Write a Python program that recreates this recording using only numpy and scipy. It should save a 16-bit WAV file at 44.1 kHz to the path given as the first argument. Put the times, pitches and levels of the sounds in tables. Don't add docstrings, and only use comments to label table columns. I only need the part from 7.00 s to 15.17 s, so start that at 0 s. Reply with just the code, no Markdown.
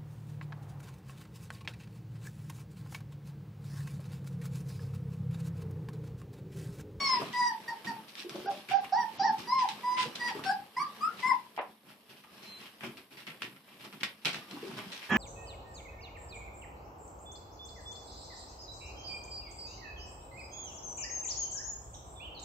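import sys
import numpy as np
from scipy import signal
from scipy.fft import rfft, irfft, next_fast_len
from scipy.io import wavfile
from scipy.ndimage import uniform_filter1d, minimum_filter1d, map_coordinates

SR = 44100
rng = np.random.default_rng(int(sys.argv[2]) if len(sys.argv) > 2 else 0)


def invert_db(x):
    u = np.asarray(x, float) / 20
    return 10 ** u


def transcribe(u):
    v = np.clip(np.atleast_2d(u).T, -1, 1)
    q = np.round(v * 32767).astype(np.int16)
    wavfile.write(sys.argv[1], SR, q)


N = 360297

# start_s, turn_s, end_s, level_db, swell_to_turn_db
WHINES = [(0, 0.106, .19, -29.5, 2.5), (0.33, 0.397, .52, -28, 10), (0.677, 0.678, .735, -37, 5),
          (0.868, 0.88, .92, -36, 4), (1.455, 1.485, 1.5, -33.5, 2), (1.709, 1.765, 1.787, -31, -2.5),
          (1.921, 1.984, 2.045, -28, -4), (2.193, 2.254, 2.308, -28, -5), (2.47, 2.55, 2.655, -26, 5),
          (2.829, 2.891, 3.015, -30, 9), (3.195, 3.267, 3.315, -37, 8), (3.452, 3.496, 3.545, -34.5, 6),
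          (3.764, 3.823, 3.838, -25.5, 7), (4.006, 4.06, 4.082, -27, 3), (4.225, 4.287, 4.335, -26.5, 7)]
# first_note_held_s, start_hz, turn_hz, before_break_hz, end_hz
WHINE_TUNES = [(0.032, 1115, 1042, 996, 943), (0, 972, 982, 947.3, 863), (0, 930, 937, 908, 890),
               (0, 914, 942, 897, 857), (0, 735, 807, 810, 705), (0, 750, 808, 762, 720),
               (0, 751, 959.5, 916, 880), (.028, 796.3, 948, 850, 750), (0, 939, 1063, 977, 762),
               (0, 975, 998.5, 1010, 985), (0, 959, 965, 960, 800), (0, 777, 763, 858, 786),
               (0, 965, 1160, 1165, 1150), (0, 1176, 1298, 1360, 1393), (0.01, 1000, 1055, 1005, 880)]
# octave_db, overtones_db, top_lift_db, pan_db, roughness_0_1
MOUTHS = [(-8, -2.5, -3.5, -2, 0.23), (-5.5, -13.5, 4.5, -1, 0.24), (7, -9, 5, -2, 0.6),
          (6, -10, 7.5, -2, 0.63), (-10, -25, -2, 0, 1), (-16, -24, -3, -5.5, 0.57),
          (-10.5, -20, -13, -3.5, .6), (-7, -15.5, -6, -3.5, 0.5), (-18.5, -17.5, -7, -0.5, 0),
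          (-18, -22, 5, -2, 0.1), (0, -7, 5, -2, 0.5), (3, -12, 11.5, 2, 0.55), (-21, -18, 5, -2, 0.72),
          (-29, -25, 13.5, 6.5, 0.41), (-7.5, -23, 17, 7, 0.59)]
# fundamental_db, octave_db, overtones_db
PHRASING = [(.045, 0, 0, -1, -6), (.03, 5, 0, 0, 0), (.025, 0, 3, -17, -5), (.02, 0, 2, -17, -5),
            (.014, -3, 0, -8, 0), (.015, 3, -3, -3, -3), (.02, 12, -3, 0, -3), (.014, 14, 0, 0, -4),
            (.035, 5, 0, 0, 0), (.012, 2, -2, 6, 3), (.03, 3, -3, 3, 2), (.03, 10, 2, -6, 0),
            (.012, -5, 0, -8, 0), (.015, 3, -2, 0, 0), (.025, 0, -1.5, -1, -2)]
# fundamental_db, octave_db, overtones_db
BREAK_DB = (-3, -10.5, -28)
SWELL_SHARE = (1.13, 0.8)
# freq_hz, level_db
THROAT = [(700, -13), (2800, -22), (3600, -17), (4500, 5.5), (5200, 9), (6000, -5), (7000, -18),
          (9000, -17.5), (11500, -31), (14000, -34)]
# freq_hz, width_hz, level_db
PEN_MODES = [(777, 27.5, 4.5), (887.6, 17, 7), (991.7, 38, -6), (1072, 39, 5), (1228, 23, -5.5),
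             (1366, 110, 1)]
# time_s, level_db
BUSTLE = [(0, -54), (.29, -56.5), (.9, -64.5), (1.2, -66), (1.41, -63), (1.73, -62), (2.75, -60),
          (3.3, -56), (3.621, -68.5), (3.85, -61.5), (4.23, -62.5), (4.64, -75.5), (5.03, -72),
          (5.62, -64.5), (6, -71.5), (7.42, -69.5), (7.65, -55.5), (8.17, -61.5)]
# freq_hz, density_db_per_hz
RUMBLE = [(15, -77), (25, -43), (66, -10), (160, -10.5), (211, 2), (258, -8), (399, -6.5), (557, -10),
          (800, -13.5), (1040, -19), (1760, -120)]
# freq_hz, density_db_per_hz
SCUFF = [(350, -23.5), (600, -6.5), (1040, 2), (1210, 1), (1460, -6), (1570, -0.5), (1940, -2.5),
         (2990, -1), (5600, -9), (6300, -17), (9750, -17.5), (16500, -120)]
# freq_hz, density_db_per_hz
HISS = [(4500, -17), (6000, -24), (7500, -4), (11000, 4.5), (14200, 3.5)]
# time_s, peak_db, t60_s, paw_weight_db
STEPS = [(.3295, -34.5, 0.12, -23), (.6818, -43.5, 0.12, 5), (.846, -35.5, 0.44, 3),
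         (1.0819, -43.5, 0.31, -13), (1.295, -36, 0.29, -2.5), (1.507, -42.5, 0.49, 2),
         (2.6883, -28, 0.14, -15), (3.1538, -33, 0.076, -3.5), (3.4385, -29.5, 0.36, -10.5),
         (4.564, -43.5, 0.39, -10), (5.8078, -39.5, 0.34, -2), (5.9713, -39.5, 0.2, -9),
         (6.2681, -32.5, 0.3, -6.5), (6.4199, -26, 0.23, -5), (6.5634, -48.5, 0.076, 0),
         (6.9265, -40, 0.23, -2.5), (7.0326, -18.5, 0.14, -18.5), (7.2487, -22, 0.18, -14),
         (7.3298, -33, 0.15, -15), (7.511, -40, 0.31, 4), (7.2551, -16.5, 0.23, -10),
         (7.345, -36, 0.16, -11.5), (1.154, -39, .1, -22)]
# brightness_db, sliding_s
STEP_FEEL = [(5, 0.0098), (5, 0.0082), (-1, 0.018), (11.5, 0.0096), (6.5, 0), (14, 0.0063), (6.5, 0.012),
             (20.5, 0.0039), (2, 0.017), (-1, 0.014), (-8, 0.015), (-2, 0.01), (-9.5, 0.0061), (-6.5, 0),
             (-9, 0.0055), (-3, 0.0088), (-4, 0.0024), (-6.5, 0), (6, 0.0099), (9, 0.0041), (-2.5, 0),
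             (-6, 0), (2, 0)]
# time_s, peak_db, t60_s, paw_weight_db
SKIDS = [(.198, -46.5, 0.26, 13), (1.165, -39, 0.14, -17), (1.345, -45.5, 0.263, 7),
         (1.6838, -31, 0.21, -17), (1.8397, -34.5, 0.062, -3), (2.1779, -44, 1, 0), (2.378, -39, 0.25, 0.5),
         (2.5774, -34.5, 0.53, -34), (2.9664, -27.5, 0.17, -18), (3.2755, -29.5, 0.12, -20),
         (3.05, -54, 0.19, 18.5), (3.3448, -46.5, 0.4, 9.5), (4.182, -37, 0.76, -13),
         (4.885, -52.5, 0.16, -5), (5.088, -47, 0.28, -3.5), (5.236, -48, 0.065, -12),
         (5.4194, -44, 1, -12.5), (5.6555, -39, 0.077, -16.5), (5.8296, -32.5, 0.21, -1.5),
         (6.1035, -49, .32, -3), (6.168, -44, 0.31, -14.5), (6.6692, -55.5, 0.97, -7.5),
         (6.838, -41, 0.13, -4), (7.001, -38, 0.085, -4), (7.3494, -40.5, 0.45, -8.5),
         (7.56, -51, 0.22, 10.5), (7.66, -44, 0.51, 2.5), (7.7662, -36, 0.26, -2),
         (7.913, -37.5, 0.54, -32), (8.0162, -40.5, 0.4, -21), (.13, -37, 0.45, -6), (4.848, -58, 0.24, 1),
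         (7.212, -53.5, .2, -13), (6.403, -43.5, 0.093, -7), (5.33, -54.5, .2, -13), (1.39, -50, 0.43, -14),
         (1.56, -52, 0.24, -23), (5.16, -56, 0.22, -10), (.05, -43, .2, -28), (7.09, -48, 0.081, -6.5),
         (6.79, -48, .2, -5), (5.59, -47, .2, -12), (7.48, -50, .2, -3)]
# brightness_db, sliding_s
SKID_FEEL = [(-6, 0.023), (5, 0.057), (10, 0.0079), (-5.5, 0.031), (-11, 0.0069), (5, .01), (10.5, 0.012),
             (2, .01), (1, 0.065), (-8, 0.011), (-3, .01), (-7, 0.034), (1, .01), (-5, 0.031), (1, 0.018),
             (-9, 0.0069), (2, .01), (-8, 0.0077), (-7, 0.0089), (-1, 0.038), (-0.5, 0.03), (-8, 0.052),
             (3, 0.0081), (1, 0.012), (1.5, .01), (8, .01), (2, .01), (-5, 0.013), (5.5, .01), (-6, .01),
             (-2.5, 0.035), (-3, 0.04), (0, .03), (-8, .01), (6, 0.067), (3, 0.095), (10.5, 0.034),
             (3, 0.043), (9, 0.054), (-10, 0.022), (2, .04), (-3, .05), (-3, .03)]
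# freq_hz, level_db
CLAW = [(1000, -20), (1800, -7), (2600, 1), (3600, 0.5), (5500, -4), (6500, -13), (9000, -15.5),
        (14000, -41.5)]
# freq_hz, level_db
BLUNT = [(700, -18), (1300, -4.5), (2300, 2.5), (3200, -1), (4500, -25), (8000, -27)]
# freq_hz, level_db
FLOOR_BODY = [(400, -8), (650, -8.5), (950, -4), (1500, -8), (2200, -31)]
# freq_hz, level_db
THUD = [(60, -42.5), (120, 6.5), (210, 9.5), (400, 4), (700, -28)]
# time_s, peak_db, pitch_hz
KNOCKS = [(0.195, -34.5, 410), (0.215, -36, 662), (0.868, -38.5, 211), (1.246, -33, 374), (1.345, -31, 365),
          (1.447, -33.5, 408), (1.505, -34.5, 597), (2.292, -39, 220), (3.051, -35.5, 480),
          (3.35, -34, 410), (4.863, -53, 210), (7.529, -36, 296), (7.628, -31, 384), (7.69, -39, 210),
          (7.856, -39, 192), (8.115, -27, 205), (5.238, -52, 1200), (7.41, -48, 1200), (7.775, -44, 1180),
          (1.315, -49, 1130), (1.35, -37, 580)]
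# time_s, peak_db, t60_s
THUMPS = [
    (4.576, -24.5, 0.11),
    (4.588, -23.5, 0.21),
]
# freq_hz, density_db_per_hz
PLANK = [(71, -67.5), (120, -62), (247, -14), (500, -7), (900, 0), (1500, -15.5), (2300, -13), (4400, -38),
         (6000, -76), (7800, -102), (13200, -120)]
# time_s, level_db
DRAG = [
    (8.09, -52),
    (8.108, -34.5),
    (8.17, -33),
]
# freq_hz, width_hz, level_db
BOARD_MODES = [(210, 30, 2.5), (436, 48, -8.5), (886, 140, -13), (1317, 65, -11), (1693, 33, 1),
               (1920, 90, -4), (2490, 26, -37), (2800, 55, -17)]
# freq_hz, correlation
ALIKE = [(60, 0.82), (200, 0.96), (700, 0.75), (2000, 0.15), (6000, 0.088), (14000, 0.099)]
# freq_hz, t60_s
ROOM = [(150, 0.24), (900, 0.24), (2000, 0.23), (5000, 0.21), (12000, 0.045)]
# start_s, stop_s, above_hz
TREBLE_GAPS = [
    (0.07, 0.173, 11800),
    (0.433, 0.48, 12200),
    (1.467, 1.493, 6400),
    (1.73, 1.81, 6900),
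    (1.92, 1.995, 8600),
    (2.175, 2.319, 7500),
    (2.565, 2.619, 9300),
    (2.943, 3.01, 11800),
    (4.585, 4.613, 5030),
    (8.104, 8.175, 7560),
]

PEN_DIRECT = 0.93
ROUGH_DB, ROUGH_PITCH_RATIO = 5, 0.012
CHEST_DB, CREAK_DB = -38, -29
RUMBLE_DB, RUMBLE_DB_PER_SCUFF_DB = -61.5, 0.71
BODY_DB, BODY_DB_PER_WEIGHT_DB = -7, 0.8
WHISTLE_START_S, WHISTLE_END_S, WHISTLE_RISE_S, WHISTLE_FALL_S = 5.36, 5.64, 0.14, 0.07
WHISTLE_HZ, WHISTLE_DB, WHISTLE_SAG_HZ_PER_S = 4160, -53.5, 300
QUAVER_HZ, QUAVER_PER_S = 35, 10.5
TOP_HZ = 14150


def along(points, hz):
    f, v = np.transpose(points)
    return np.interp(np.log(hz + 1), np.log(f + 1), v)


def unit(x):
    return x / np.sqrt(np.mean(x ** 2) + 1e-20)


def wobble(rate, size):
    knots = rng.standard_normal(int(size * rate / SR) + 4)
    return map_coordinates(knots, [np.arange(size) * rate / SR])


def fades(t, rise_s, fall_s):
    return np.clip(np.minimum((t - t[0]) / rise_s, (t[-1] - t) / fall_s), 0, 1)


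def add(track, s, x):
    i = max(round(s * SR), 0)
    track[:, i:i + x.shape[-1]] += x[..., :N - i]


def call(start, knots):
    s, *columns = np.transpose(knots)
    t = np.arange(start, s[-1], 1 / SR)
    return t, [np.interp(t, s, column) for column in columns]


def resonances(modes, f):
    return sum((-1) ** k * invert_db(db) * 1j * f * width / (hz * hz - f * f + 1j * f * width)
               for k, (hz, width, db) in enumerate(modes))


def rush(spectrum, patchy_db, spiky_db, size):
    z = signal.stft(rng.standard_normal((2, size + 512)), nperseg=512)[2]
    patches = uniform_filter1d(rng.standard_normal(z.shape[1:]), size=6, axis=0)
    patches = unit(uniform_filter1d(patches, size=8, axis=1))
    pair = signal.istft(z * invert_db(patchy_db * patches), nperseg=512)[1][:, :size]
    pair = pair * invert_db(spiky_db * wobble(400, size))
    hz = np.fft.rfftfreq(size, 1 / SR)
    turn = np.arccos(np.clip(along(ALIKE, hz), -1, 1)) / 2
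    shape = invert_db(along(spectrum, hz)) * [np.cos(turn), np.sin(turn)]
    mid, side = irfft(rfft(pair) * shape, size)
    return unit(np.array([mid + side, mid - side]))


def room(x, wet_db):
    burst = rush([(20, 0), (20000, 0.034)], 0, 0, size=SR // 3)
    hz, t, z = signal.stft(burst, SR, nperseg=256)
    tail = signal.istft(z * invert_db(-60 * t / along(ROOM, hz)[:, None]), SR, nperseg=256)[1]
    tail = np.pad(tail / np.linalg.norm(tail[0]), ((0, 0), (130, 0)))
    wet = signal.fftconvolve(x.mean(0)[None], tail, axes=1)
    balance = np.linalg.norm(x, axis=1, keepdims=True) / np.linalg.norm(x) * np.sqrt(2)
    direct = np.pad(x, ((0, 0), (0, wet.shape[1] - x.shape[1])))
    return invert_db(wet_db) * wet * balance ** 0.49 + direct


def heard(x, wet_db):
    y = room(x, wet_db)
    return y * np.linalg.norm(x) / np.linalg.norm(y)


def whines():
    out = np.zeros((2, N))
    ears = np.array([[0.5], [-0.5]])
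    for whine, tune, mouth, phrase in zip(WHINES, WHINE_TUNES, MOUTHS, PHRASING):
        start, top, end, db, swell_db = whine
        held, *notes_hz = tune
        octave_over_db, high_over_db, lift_db, pan_db, rough = mouth
        break_s, octave_swell_db, low_drift_db, octave_drift_db, high_drift_db = phrase

        times = [start, top, end - min(break_s, (end - top) * 3 / 4), end]
        knots = np.transpose([times, [1, 0, 0, 0], [0, 0, 1, 1], [0, 0, 0, 1]])
        t, (young, sagged, broken) = call(start, knots)
        size = len(t)

        glide = np.sin(np.pi / 2 * np.clip((t - start - held) / (top - start - held), 0, 1)) ** 1.4
        hz = notes_hz[0] + np.diff(notes_hz) @ [glide, sagged ** 1.624, broken ** 1.16]
        hz = uniform_filter1d(hz, size=400, mode="nearest")
        hz = hz * (1 + 0.00495 * wobble(93.8, size) + rough * ROUGH_PITCH_RATIO * wobble(260, size))
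        turn = 2 * np.pi * np.cumsum(hz) / SR

        low_db = db - SWELL_SHARE[0] * swell_db * young + low_drift_db * sagged + BREAK_DB[0] * broken
        octave_db = db + octave_over_db - octave_swell_db * young
        octave_db = octave_db + octave_drift_db * sagged + BREAK_DB[1] * broken
        high_db = db + high_over_db - SWELL_SHARE[1] * swell_db * young
        high_db = high_db + high_drift_db * sagged + BREAK_DB[2] * broken
        flutter = invert_db(1.8 * wobble(60, size) + rough * ROUGH_DB * wobble(160, size))
        edge = fades(t, 0.0063, 0.0049)

        padded = next_fast_len(size + SR // 4)
        pen = PEN_DIRECT + resonances(PEN_MODES, np.fft.rfftfreq(padded, 1 / SR))
        first = edge * flutter * invert_db(low_db - 7.5) * np.sin(turn)
        first = irfft(rfft(first, padded) * pen, padded)
        second = flutter * invert_db(octave_db - 7 + 2.5 * wobble(45, size)) * np.sin(2 * turn + 1)
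        high = invert_db(high_db - 29.5) * rush(THROAT, 2.8, 1.5, size)[0] * (1 + np.cos(turn))
        for k in range(3, 17):
            partial_db = high_db - 14.5 + along(THROAT, k * hz) + lift_db * (k * hz > 6800)
            high += invert_db(partial_db + 2.9 * wobble(41, size)) * np.sin(k * turn + k * k)
        closing = np.clip(np.arange(size)[::-1] / (0.0063 * SR), 0, 1)

        creak = rough * invert_db(low_db + CREAK_DB) * wobble(306.0, size) * np.sin(3 * turn / 2)
        chest = invert_db(db + CHEST_DB) * rush(THUD, 2.8, 2.7, size)
        pan = invert_db(ears * pan_db)
        voice = first * pan
        voice[:, :size] += edge * (creak * pan + chest)
        add(out, start, heard(1.43 * edge * second * pan, wet_db=-7))
        add(out, start, heard(1.475 * voice, wet_db=-0.5))
        add(out, start, heard(1.54 * edge * closing * high * invert_db(ears * 5.2), wet_db=-3.5))
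    return out


def shuffle(feet):
    scuff_db = np.interp(np.arange(N) / SR, *np.transpose(BUSTLE))
    rumble_db = RUMBLE_DB + RUMBLE_DB_PER_SCUFF_DB * (scuff_db + 62.5)
    stir = wobble(14, N)
    rumble = invert_db(rumble_db - 2.5 + 2.5 * stir) * rush(RUMBLE, 1.5, 0.85, N)
    scuff = invert_db(scuff_db + 2 + 1.5 * stir) * rush(SCUFF, 1.3, 1.5, N)
    power = uniform_filter1d(((scuff + feet) ** 2).mean(0), size=1200)
    busy_db = 10 * np.log10(np.abs(power) + 1e-9)
    gate_db = 0.51 * np.clip(busy_db + 69.0, -25, 12)
    hiss = invert_db(-72.0 + gate_db) * rush(HISS, 0.99, 0.61, N)
    return rumble + scuff + hiss


def steps(contacts, feel, tick, rise_s, gain_db):
    claw, blunt, body, thud = np.zeros((4, 1, N))
    t = np.arange(SR // 3) / SR
    for (s, db, t60_s, weight_db), (bright_db, slide_s) in zip(contacts, feel):
        after = np.clip(t - slide_s, 0, None)
        fade = invert_db(db + gain_db - 60 * after / t60_s) * (1 - np.exp(-t / rise_s))
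        grit = fade + tick * invert_db(db + gain_db - 60 * t / 0.009)
        slow_fade = fade * invert_db(18 * after / t60_s) * (1 - np.exp(-t / 0.004))
        add(claw, s, invert_db(bright_db / 2 - 4.5) * grit)
        add(blunt, s, invert_db(-bright_db / 2 - 5.5) * grit)
        add(body, s, invert_db(BODY_DB + BODY_DB_PER_WEIGHT_DB * weight_db + 4.5) * fade)
        add(thud, s, invert_db(weight_db - 2.0) * slow_fade)
    grains = claw * rush(CLAW, 1.5, 3, N) + blunt * rush(BLUNT, 1.5, 3, N)
    dry = grains + body * rush(FLOOR_BODY, 1.96, 6.1, N) + thud * rush(THUD, 2.9, 4.7, N)
    return room(dry, wet_db=-7.0)[:, :N]


def knocks():
    out = np.zeros((2, N))
    t = np.arange(SR // 4) / SR
    for s, db, hz in KNOCKS:
        ring = np.sin(2 * np.pi * hz * t) + 0.28 * np.sin(2 * np.pi * 1.1 * hz * t)
        bump = invert_db(db - 6.0 - 60 * t / 0.094) * (1 - np.exp(-t / 0.0023)) * ring
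        add(out, s, heard(1.44 * bump * np.ones((2, 1)), wet_db=2.0))
    return out


def thump():
    out = np.zeros((2, N))
    t = np.arange(SR // 4) / SR
    for s, db, t60_s in THUMPS:
        fall = invert_db(-60 * t / t60_s) + 0.92 * invert_db(-60 * t / 0.03)
        attack = 1 - np.exp(-t / 0.0012)
        wood = rush(PLANK, 1.2, 2, len(t))
        add(out, s, heard(invert_db(db - 13.0) * fall * attack * wood, wet_db=-10.5))
    return out


def whistle():
    t = np.arange(WHISTLE_START_S, WHISTLE_END_S, 1 / SR)
    since = t - WHISTLE_START_S
    quaver = QUAVER_HZ * np.sin(2 * np.pi * QUAVER_PER_S * since - 2)
    pitch_hz = WHISTLE_HZ - WHISTLE_SAG_HZ_PER_S * since + quaver
    level = invert_db(WHISTLE_DB - 1.0 + 1.0 * wobble(61, len(t)))
    tone = level * np.sin(2 * np.pi * np.cumsum(pitch_hz) / SR)
    breath = fades(t, WHISTLE_RISE_S, WHISTLE_FALL_S) ** 2
    out = np.zeros((2, N))
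    add(out, WHISTLE_START_S, room(breath * tone * np.ones((2, 1)), wet_db=-29))
    return out


def drag():
    start = DRAG[0][0]
    t, (level_db,) = call(start, DRAG)
    size = len(t)
    jerks = rng.standard_normal(size) * invert_db(1.6 * wobble(520, size))
    f = np.fft.rfftfreq(size, 1 / SR)
    wood = resonances(BOARD_MODES, f) + 0.14 * (f < 3300) + 0.014
    sound = invert_db(level_db - 1.5) * unit(irfft(rfft(jerks) * wood, size))
    out = np.zeros((2, N))
    add(out, start, room(sound * invert_db([[-1.7], [1.7]]), wet_db=2.0))
    return out


def scene():
    feet = steps(STEPS, STEP_FEEL, tick=2.4, rise_s=0.00048, gain_db=-16.5)
    feet = feet + steps(SKIDS, SKID_FEEL, tick=0, rise_s=0.0067, gain_db=-11.5)
    return whines() + shuffle(feet) + feet + knocks() + thump() + whistle() + drag()


def roll_off(x):
    return signal.sosfilt(signal.butter(12, 14050, fs=SR, output="sos"), x)


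def record(dry):
    bass_cut = signal.butter(2, 110, "high", fs=SR, output="sos")
    hz, t, z = signal.stft(signal.sosfilt(bass_cut, dry), SR, nperseg=512)
    z = z * (hz < TOP_HZ)[:, None]
    power = uniform_filter1d(np.abs(z) ** 2, size=3, axis=1)
    nearby_peak = -minimum_filter1d(-power, size=41, axis=1)
    masked = power < invert_db(-39) * nearby_peak
    lasting = uniform_filter1d(1.0 * masked, size=5, axis=2) > 0.5
    z = invert_db(6) * z * ~(lasting & (hz > 3800)[:, None])
    for start, stop, above_hz in TREBLE_GAPS:
        z = z * ~((hz > above_hz)[:, None] & (t > start) & (t < stop))
    mix = signal.istft(z, SR, nperseg=512)[1][:, :N]
    return roll_off(mix)


dry = scene()
out = record(dry)
transcribe(out)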